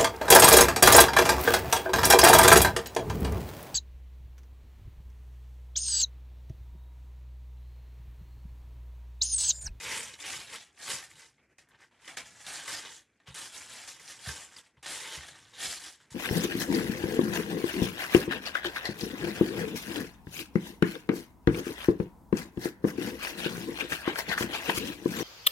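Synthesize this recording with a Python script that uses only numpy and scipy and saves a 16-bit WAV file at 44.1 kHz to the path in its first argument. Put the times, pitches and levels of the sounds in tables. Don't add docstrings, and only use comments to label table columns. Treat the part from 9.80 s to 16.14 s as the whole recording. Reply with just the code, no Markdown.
import sys
import numpy as np
from scipy import signal
from scipy.fft import rfft, irfft, next_fast_len
from scipy.io import wavfile
from scipy.ndimage import uniform_filter1d

SR = 44100
rng = np.random.default_rng(int(sys.argv[2]) if len(sys.argv) > 2 else 0)


def store_wav(level_fs):
    pcm = np.round(np.clip(np.atleast_2d(level_fs), -1, 1) * 32767)
    wavfile.write(sys.argv[1], SR, pcm.T.astype(np.int16))


def nominal_scale(level):
    x = np.asarray(level, float) / 20
    return 10 ** x


N = 279594


def at_hz(points, hz):
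    points = np.array(points)
    return np.interp(np.log(hz), np.log(points[:, 0]), points[:, 1])


def in_time(rows):
    s, *columns = np.transpose(rows)
    return [np.interp(np.arange(N) / SR, s, column) for column in columns]


def rms_one(x):
    return x / np.sqrt(np.mean(x ** 2) + 1e-20)


def drift(rate):
    r = np.exp(-80 * np.pi * rate / SR)
    noise = rng.standard_normal(N // 40 + 2002)
    slow = signal.lfilter([1], [1, -2 * r, r * r], noise)[2000:]
    return np.interp(np.arange(N) / 40, np.arange(len(slow)), rms_one(slow))


def ring(clicks, hz, t60):
    r, w = nominal_scale(-60 / (t60 * SR)), 2 * np.pi * hz / SR
    return signal.lfilter([0, np.sin(w)], [1, -2 * r * np.cos(w), r * r], clicks + 1e-18)


def colour(x, gain):
    size = next_fast_len(N)
    hz = np.maximum(np.arange(size // 2 + 1) * SR / size, 1)
    return irfft(rfft(x, size) * gain(hz), size)[..., :N]


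# f/Hz, level/dB [dB per Hz]
ROOM_SPECTRUM = [(30, -17), (60, 2.5), (130, -8.5), (300, -0.5), (600, -9.5), (1000, -18), (1600, -8),
                 (2400, -9), (3500, -29), (6000, -25), (13500, -34.5)]


def room_tone():
    level = nominal_scale(-75.5 + 2.6 * drift(14))
    noise = rng.standard_normal(N)
    return level * rms_one(colour(noise, lambda hz: nominal_scale(at_hz(ROOM_SPECTRUM, hz))))


# t/s, peak level/dB, extra level of the upper modes/dB
BUMPS = [(0.066, -53, 0.1), (0.447, -60, -1), (1.09, -56, -2), (1.134, -60, 7), (2.667, -72, 4),
         (3.48, -56, 7.5), (3.499, -51.5, 5.5), (4.471, -38, 1), (4.481, -31.5, -9), (4.973, -58, -2),
         (5.373, -38.5, -9.5), (5.868, -43.5, -13), (6.061, -59, -6), (6.314, -50, 0.5)]
# f/Hz, level/dB, t60/s
TABLE_MODES = [
    (74.2, 2.5, 0.16),
    (134.7, 12.5, 0.11),
    (165, 1.5, 0.17),
    (233, -3.5, .06),
    (380, -20.5, 0.076),
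]
# t/s, level/dB
RUBBING = [(0.0, -63), (0.25, -55), (0.42, -66), (0.58, -55), (0.95, -76), (1.3, -63), (1.7, -76),
           (1.95, -66), (2.15, -78), (2.4, -58), (2.95, -78), (3.13, -64), (3.3, -80), (3.9, -66),
           (4.6, -64), (5.2, -82), (5.5, -57), (6.34, -72)]


def table(contact_s, rub_db):
    s, db, upper_db = np.transpose(BUMPS)
    rub = nominal_scale(in_time(RUBBING)[0] + 1.5 * drift(6.8))
    push = np.hanning(int(contact_s * SR))
    push = push / push.sum()
    bumps, rubbing = np.zeros(N), 0
    for hz, mode_db, t60 in TABLE_MODES:
        clicks = np.zeros(N)
        clicks[(s * SR).astype(int)] = nominal_scale(db + mode_db - 7 + upper_db * (hz > 100))
        bumps += ring(np.convolve(clicks, push)[:N], hz, t60)
        rubbing = rubbing + nominal_scale(mode_db) * rms_one(ring(rng.standard_normal(N), hz, t60 / 3))
    return bumps + nominal_scale(rub_db) * rub * rms_one(rubbing)


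def echoes(x, t60, gap_s):
    t = np.arange(SR // 2) / SR
    answer = rng.standard_normal(len(t)) * nominal_scale(-60 * t / t60) * (t > gap_s)
    return signal.fftconvolve(x, answer / np.sqrt(np.sum(answer ** 2)))[:N]


# t/s, crackle level/dB, hold/s, settling/s [per 20 dB], crispness/dB
BUCKLES = [(0.4, -45, .025, .04, 3), (0.976, -58, .01, .1, -5), (1.784, -57, .003, .07, 1.2),
           (1.888, -70, .03, .1, -4), (2.112, -69, .09, .05, -8), (2.279, -44, .003, .1, -5),
           (2.371, -36, .003, .06, -4), (2.666, -41, .11, .25, -1), (2.877, -37.5, .05, .17, -1),
           (3.401, -69, .003, .045, -8), (3.545, -42, .11, .07, 1.2), (4.077, -42, .012, .1, 4),
           (4.196, -51, .06, .1, 2.4), (4.763, -49.5, .02, .045, -1.4), (4.83, -65, .04, .065, -1.4),
           (4.973, -69, .003, .06, -9), (5.029, -47, .03, .1, -2.2), (5.061, -41, .1, .5, 0.2),
           (5.779, -49, .03, .1, 0.2), (6.2, -62, .02, .12, -1.2), (6.306, -52, .05, .1, 1.2)]
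# peak t/s, crackle level/dB, rise/s [per 20 dB],
# fall/s [per 20 dB], crispness/dB
SQUEEZES = [(0.162, -34.5, .29, .12, -0.4), (0.265, -44, .2, .1, 1.4), (0.338, -50, .1, .05, 2.4),
            (0.461, -40, .05, .2, -1.2), (0.521, -38.5, .15, .22, 0.4), (0.759, -41, .13, .04, -1.2),
            (0.81, -51, .08, .11, 0.4), (1.041, -43.5, .075, .05, 1.4), (1.107, -31.5, .07, .13, 1.2),
            (1.24, -48, .07, .055, 3), (1.31, -55, .04, .07, 2.4), (1.409, -53, .13, .13, 3),
            (1.495, -64, .2, .025, -4), (1.595, -72, .03, .04, -14), (1.95, -64.5, .12, .05, -11),
            (2.022, -58.5, .05, .075, -2.2), (2.272, -51, .08, .05, -2.2), (2.4, -47, .04, .08, -6),
            (2.465, -51, .05, .1, 0.6), (2.658, -50, .27, .05, 0.4), (3.06, -47, .1, .13, -4),
            (3.165, -51, .5, .075, 6),
            (3.478, -49, .018, .09, -6), (3.757, -43, .085, .2, 1.2), (3.96, -46, .35, .4, 0.4),
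           (4.296, -43, .05, .12, 3), (4.495, -40, .13, .2, 0.4), (4.588, -44.5, .15, .15, -2.4),
           (4.73, -55, .12, .1, -0.4), (5.355, -40.5, .2, .07, -3), (5.43, -48, .1, .15, -3),
           (5.485, -46.5, .03, .06, -0.4), (5.552, -52, .05, .15, -4), (5.739, -57.5, .04, .1, -6),
           (5.842, -35, .09, .1, 1.2), (5.92, -38, .15, .14, 5), (6.068, -44.5, .2, .115, 3)]


def handling():
    masking = 1.8
    rise_bend, fall_bend = 1.2, 1.15
    moves = [(s, db, .003, hold, fall, c) for s, db, hold, fall, c in BUCKLES]
    moves += [(s, db, rise, 0, fall, c) for s, db, rise, fall, c in SQUEEZES]
    t = np.arange(0, N + 32, 32) / SR
    weight, crisp = nominal_scale(-300), 0
    for s, db, rise, hold, fall, crisp_db in moves:
        before = np.maximum(s - t, 0) / rise
        after = np.maximum(t - s - hold, 0) / fall
        move_db = db - 20 * before ** rise_bend - 20 * after ** fall_bend
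        move = nominal_scale(2 * masking * (move_db + 45))
        weight = weight + move
        crisp = crisp + crisp_db * move
    level_db = 10 * np.log10(weight) / masking - 45
    return in_time(np.transpose([t, level_db, crisp / weight]))


# f/Hz, level/dB [dB per Hz]
FILM = [(150, -34), (250, -26), (500, -21), (900, -9), (1300, -9), (1900, -4), (3200, -7), (4800, -0.5),
        (7000, -1.5), (8800, -0.5), (11000, -8.5), (13200, -23)]
# t/s, f/Hz, lift level/dB, rim level/dB
GRIP = [(0.1, 2300, 12, -0.4), (.5, 2350, 6, -0.4), (.8, 2200, 6, 3), (1.1, 2000, 3.5, -1.2),
        (1.3, 1880, 5, -1.5), (1.7, 2200, 6, -4), (1.95, 1600, 12, -3), (2.35, 2200, 5, -2.2),
        (2.7, 1630, 3.4, -3.4), (3.1, 1650, 6, 1.4), (3.5, 1750, 2.4, 2.4), (4.05, 2000, 1.4, -2.4),
        (4.5, 1750, 5, -0.4), (4.8, 1900, 3.5, -2.2), (5.3, 1950, 4, 4), (5.56, 1770, 4.5, 0.4),
        (5.85, 2050, 4, 5), (6.34, 2000, 2.4, -0.4)]


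def crackle(per_s, thinning, spread_db, cycles, clump_db, patchy_db, grip_width):
    rim_hz, rim_width = 3420, .2
    level_db, crisp_db = handling()
    effort_db = np.maximum(level_db + 45, -35)
    large_db = -12.2 - .13 * effort_db - .6 * crisp_db
    small_db = 0.2 + .1 * effort_db + 1.05 * crisp_db
    finest_db = -7.5 + .3 * effort_db + 1.05 * crisp_db

    busy = nominal_scale(thinning * (effort_db - 3))
    sizes = nominal_scale(spread_db * np.minimum(rng.exponential(1, N), 3.5))
    sizes = sizes * rng.choice([-1, 1], N) / np.sqrt(busy)
    born = rng.random(N) < per_s * busy * nominal_scale(clump_db * drift(50)) / SR
    pitches = np.geomspace(200, 13000, 32)
    odds = np.cumsum(pitches) / np.sum(pitches)
    dealt = np.searchsorted(odds, rng.random(N) ** 1.6)

    grip_hz, lift_db, rim_db = (curve[::16] for curve in in_time(GRIP))
    groups = np.zeros((4, N))
    for k, hz in enumerate(pitches):
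        gain_db = at_hz(FILM, hz) + patchy_db * min(1, hz / 1500) * drift(8.8)[::16]
        gain_db += lift_db * np.exp(-((np.log(hz) - np.log(grip_hz)) / grip_width) ** 2)
        gain_db += rim_db * np.exp(-(np.log(hz / rim_hz) / rim_width) ** 2)
        gain = nominal_scale(gain_db).repeat(16)[:N] * np.sqrt(hz)
        creases = rms_one(ring(sizes * born * (dealt == k), hz, cycles / hz))
        groups[np.searchsorted([1200, 4000, 9000], hz)] += gain * creases
    large, middle, small, finest = (rms_one(group) for group in groups)

    level = nominal_scale(level_db) / np.sqrt(1 + nominal_scale(2 * small_db))
    return level * (middle + nominal_scale(large_db) * large + nominal_scale(small_db) * small + nominal_scale(finest_db) * finest)


# t/s, peak level/dB, f/Hz, treble level/dB [re peak]
FOLD_SNAPS = [(0.743, -34, 1300, -10), (0.975, -42, 2080, -14), (1.0036, -37, 1640, -13),
              (1.0797, -25, 1890, -7.5), (1.227, -31, 1860, -6), (1.313, -37, 2140, -6),
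              (1.383, -45, 1890, -1), (1.5808, -50, 2080, -26), (1.7844, -36, 2390, -15),
              (1.8874, -52, 1700, 3), (2.0053, -41.5, 1540, -18), (2.371, -23, 2250, -12),
              (2.4602, -42, 1750, -15), (2.5596, -45, 1600, -15), (2.794, -36, 1620, -6),
              (2.8793, -23.5, 1720, -9), (3.05, -29, 1640, -17), (3.4012, -50, 1870, -28),
              (4.0372, -35, 2010, -4), (4.196, -35, 2040, -10), (4.4596, -27.5, 1734, -14.5),
              (4.4904, -21, 1720, -9), (4.9698, -48, 1840, -22), (5.0595, -24.5, 1870, -15),
              (5.2458, -33, 1900, -8), (5.445, -36, 1410, -16), (5.5498, -40, 1730, -16),
              (5.7808, -42, 2240, -11.5), (6.202, -46, 1370, -10.5), (6.3087, -47, 1690, -5)]
# t/s, peak level/dB, f/Hz
RIM_SNAPS = [(0.3382, -29.5, 3900), (0.403, -30, 3600), (0.4379, -31, 2770), (1.028, -30, 4340),
             (1.1034, -25, 3590), (1.712, -56, 2600), (2.246, -42, 3040), (2.2766, -30, 3420),
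             (2.6664, -24.5, 3620), (3.4735, -35, 3170), (3.5508, -33, 3230), (3.7394, -38, 3540),
             (3.913, -38.5, 3030), (4.278, -32, 4230), (4.3906, -36, 3340), (4.7651, -32, 4780),
             (4.786, -30.5, 3580), (5.8072, -27, 3570), (5.8363, -27, 3450), (6.043, -37, 3030)]


def snaps(cycles, crack_s, tail_s):
    rim_treble_db, rattle_db = -13, -21
    events = [*FOLD_SNAPS, *((s, db, hz, rim_treble_db) for s, db, hz in RIM_SNAPS)]
    out, t = np.zeros(N + 4096), np.arange(4096) / SR
    for s, db, hz, treble_db in events:
        crack, rattle = rng.standard_normal((2, 4096))
        body = ring(crack * np.exp(-t / crack_s), hz, cycles / hz)
        bright = np.diff(crack, prepend=0) * np.exp(-t / crack_s)
        after = ring(rattle, hz, 2.4 / hz) + nominal_scale(treble_db + 14) * np.diff(rattle, prepend=0)
        after = after * np.exp(-t / tail_s)
        pop = body / np.abs(body).max() + nominal_scale(treble_db - 6) * bright + nominal_scale(rattle_db) * after
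        out[round(s * SR):][:4096] += nominal_scale(db - 11.0) * pop
    return out[:N]


# f/Hz, width/Hz, lift level/dB
POCKETS = [
    (499, 32, 5),
    (901, 22, 6),
    (1610, 150, 2.5),
    (3170, 470, 3.5),
    (6920, 860, 2),
]


def air_pockets(x):
    out = x.copy()
    for hz, width, db in POCKETS:
        r = np.exp(-np.pi * width / SR)
        poles = [1, -2 * r * np.cos(2 * np.pi * hz / SR), r * r]
        peak = signal.lfilter([(1 - r * r) / 2, 0, (r * r - 1) / 2], poles, x)
        out += (nominal_scale(db) - 1) * peak
    return out


def scene():
    tone = room_tone()
    bumps = table(contact_s=0.0054, rub_db=-8.5)
    creases = crackle(per_s=15000, thinning=.35, spread_db=2.0, cycles=14.3,
                      clump_db=2.0, patchy_db=2.5, grip_width=0.16)
    pops = snaps(cycles=31.0, crack_s=0.0023, tail_s=0.015)
    bag = air_pockets(nominal_scale(-2.5) * creases + pops)
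    turn = 1.66 * drift(3.46)
    room = echoes(bag * np.cos(turn), t60=0.077, gap_s=.0015)
    room += echoes(bag * np.sin(turn), t60=0.089, gap_s=0.001)
    mid = bag + nominal_scale(-6) * room + tone + bumps
    return np.array([mid, mid])


WIDE_EDGES = [4100, 4800, 5600, 6500, 7600, 9000, 11300, 12900]
# side level/dB [re mid], share of frames [0-1]
WIDE_BANDS = [(-10.5, .33), (-2.5, .6), (-5, .74), (-3.2, .87), (-3, .9), (-2.6, .9), (-9, 0.69)]
MONO_STARTS = [0.335, 0.735, 0.83, 1.075, 1.255, 1.285, 1.36, 1.41, 1.505, 1.815, 1.94, 1.99, 2.03, 2.465,
               2.535, 2.665, 2.785, 3.225, 3.54, 3.72, 4.28, 4.56, 4.755, 4.955, 5.02, 5.46, 5.535, 5.705,
               6.05, 6.195]


def widen(mid):
    frame_size, frame_start, mono_hold_s = 1024, 997, .036
    t = np.arange(N) / SR
    frame = (np.arange(N) + frame_size - frame_start) // frame_size
    frames = N // frame_size + 2
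    unrelated = mid * rms_one(signal.lfilter([1], [1, -.95], rng.standard_normal(N)))
    luck = rng.random(frames)[frame]
    for s in MONO_STARTS:
        luck[(t > s) & (t < s + mono_hold_s)] = 1
    side = np.zeros(N)
    for low, high, (db, share) in zip(WIDE_EDGES, WIDE_EDGES[1:], WIDE_BANDS):
        band = colour(unrelated, lambda hz: (hz > low) & (hz <= high))
        skipped = rng.random(frames)[frame] < .1
        is_open = 1. * ((luck < share) & ~skipped)
        side += nominal_scale(db) * band * uniform_filter1d(is_open, size=frame_size // 2)
    return side


def band_limit(x):
    return signal.sosfilt(signal.butter(12, 14360, fs=SR, output="sos"), x)


# f/Hz, level/dB
TOP_STEPS = [(8900, 0.72), (9100, -1.5), (11200, 0), (11400, -5), (13100, -3), (13200, -71.5)]


def record(dry):
    mid = signal.sosfilt(signal.butter(4, 58, "high", fs=SR, output="sos"), dry[0])
    mid = .15 * np.tanh(mid / .15)
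    mid = colour(mid, lambda hz: nominal_scale(at_hz(TOP_STEPS, hz)))
    side = widen(mid)
    return band_limit(np.array([mid + side, mid - side]))


dry = scene()
out = record(dry)
store_wav(out)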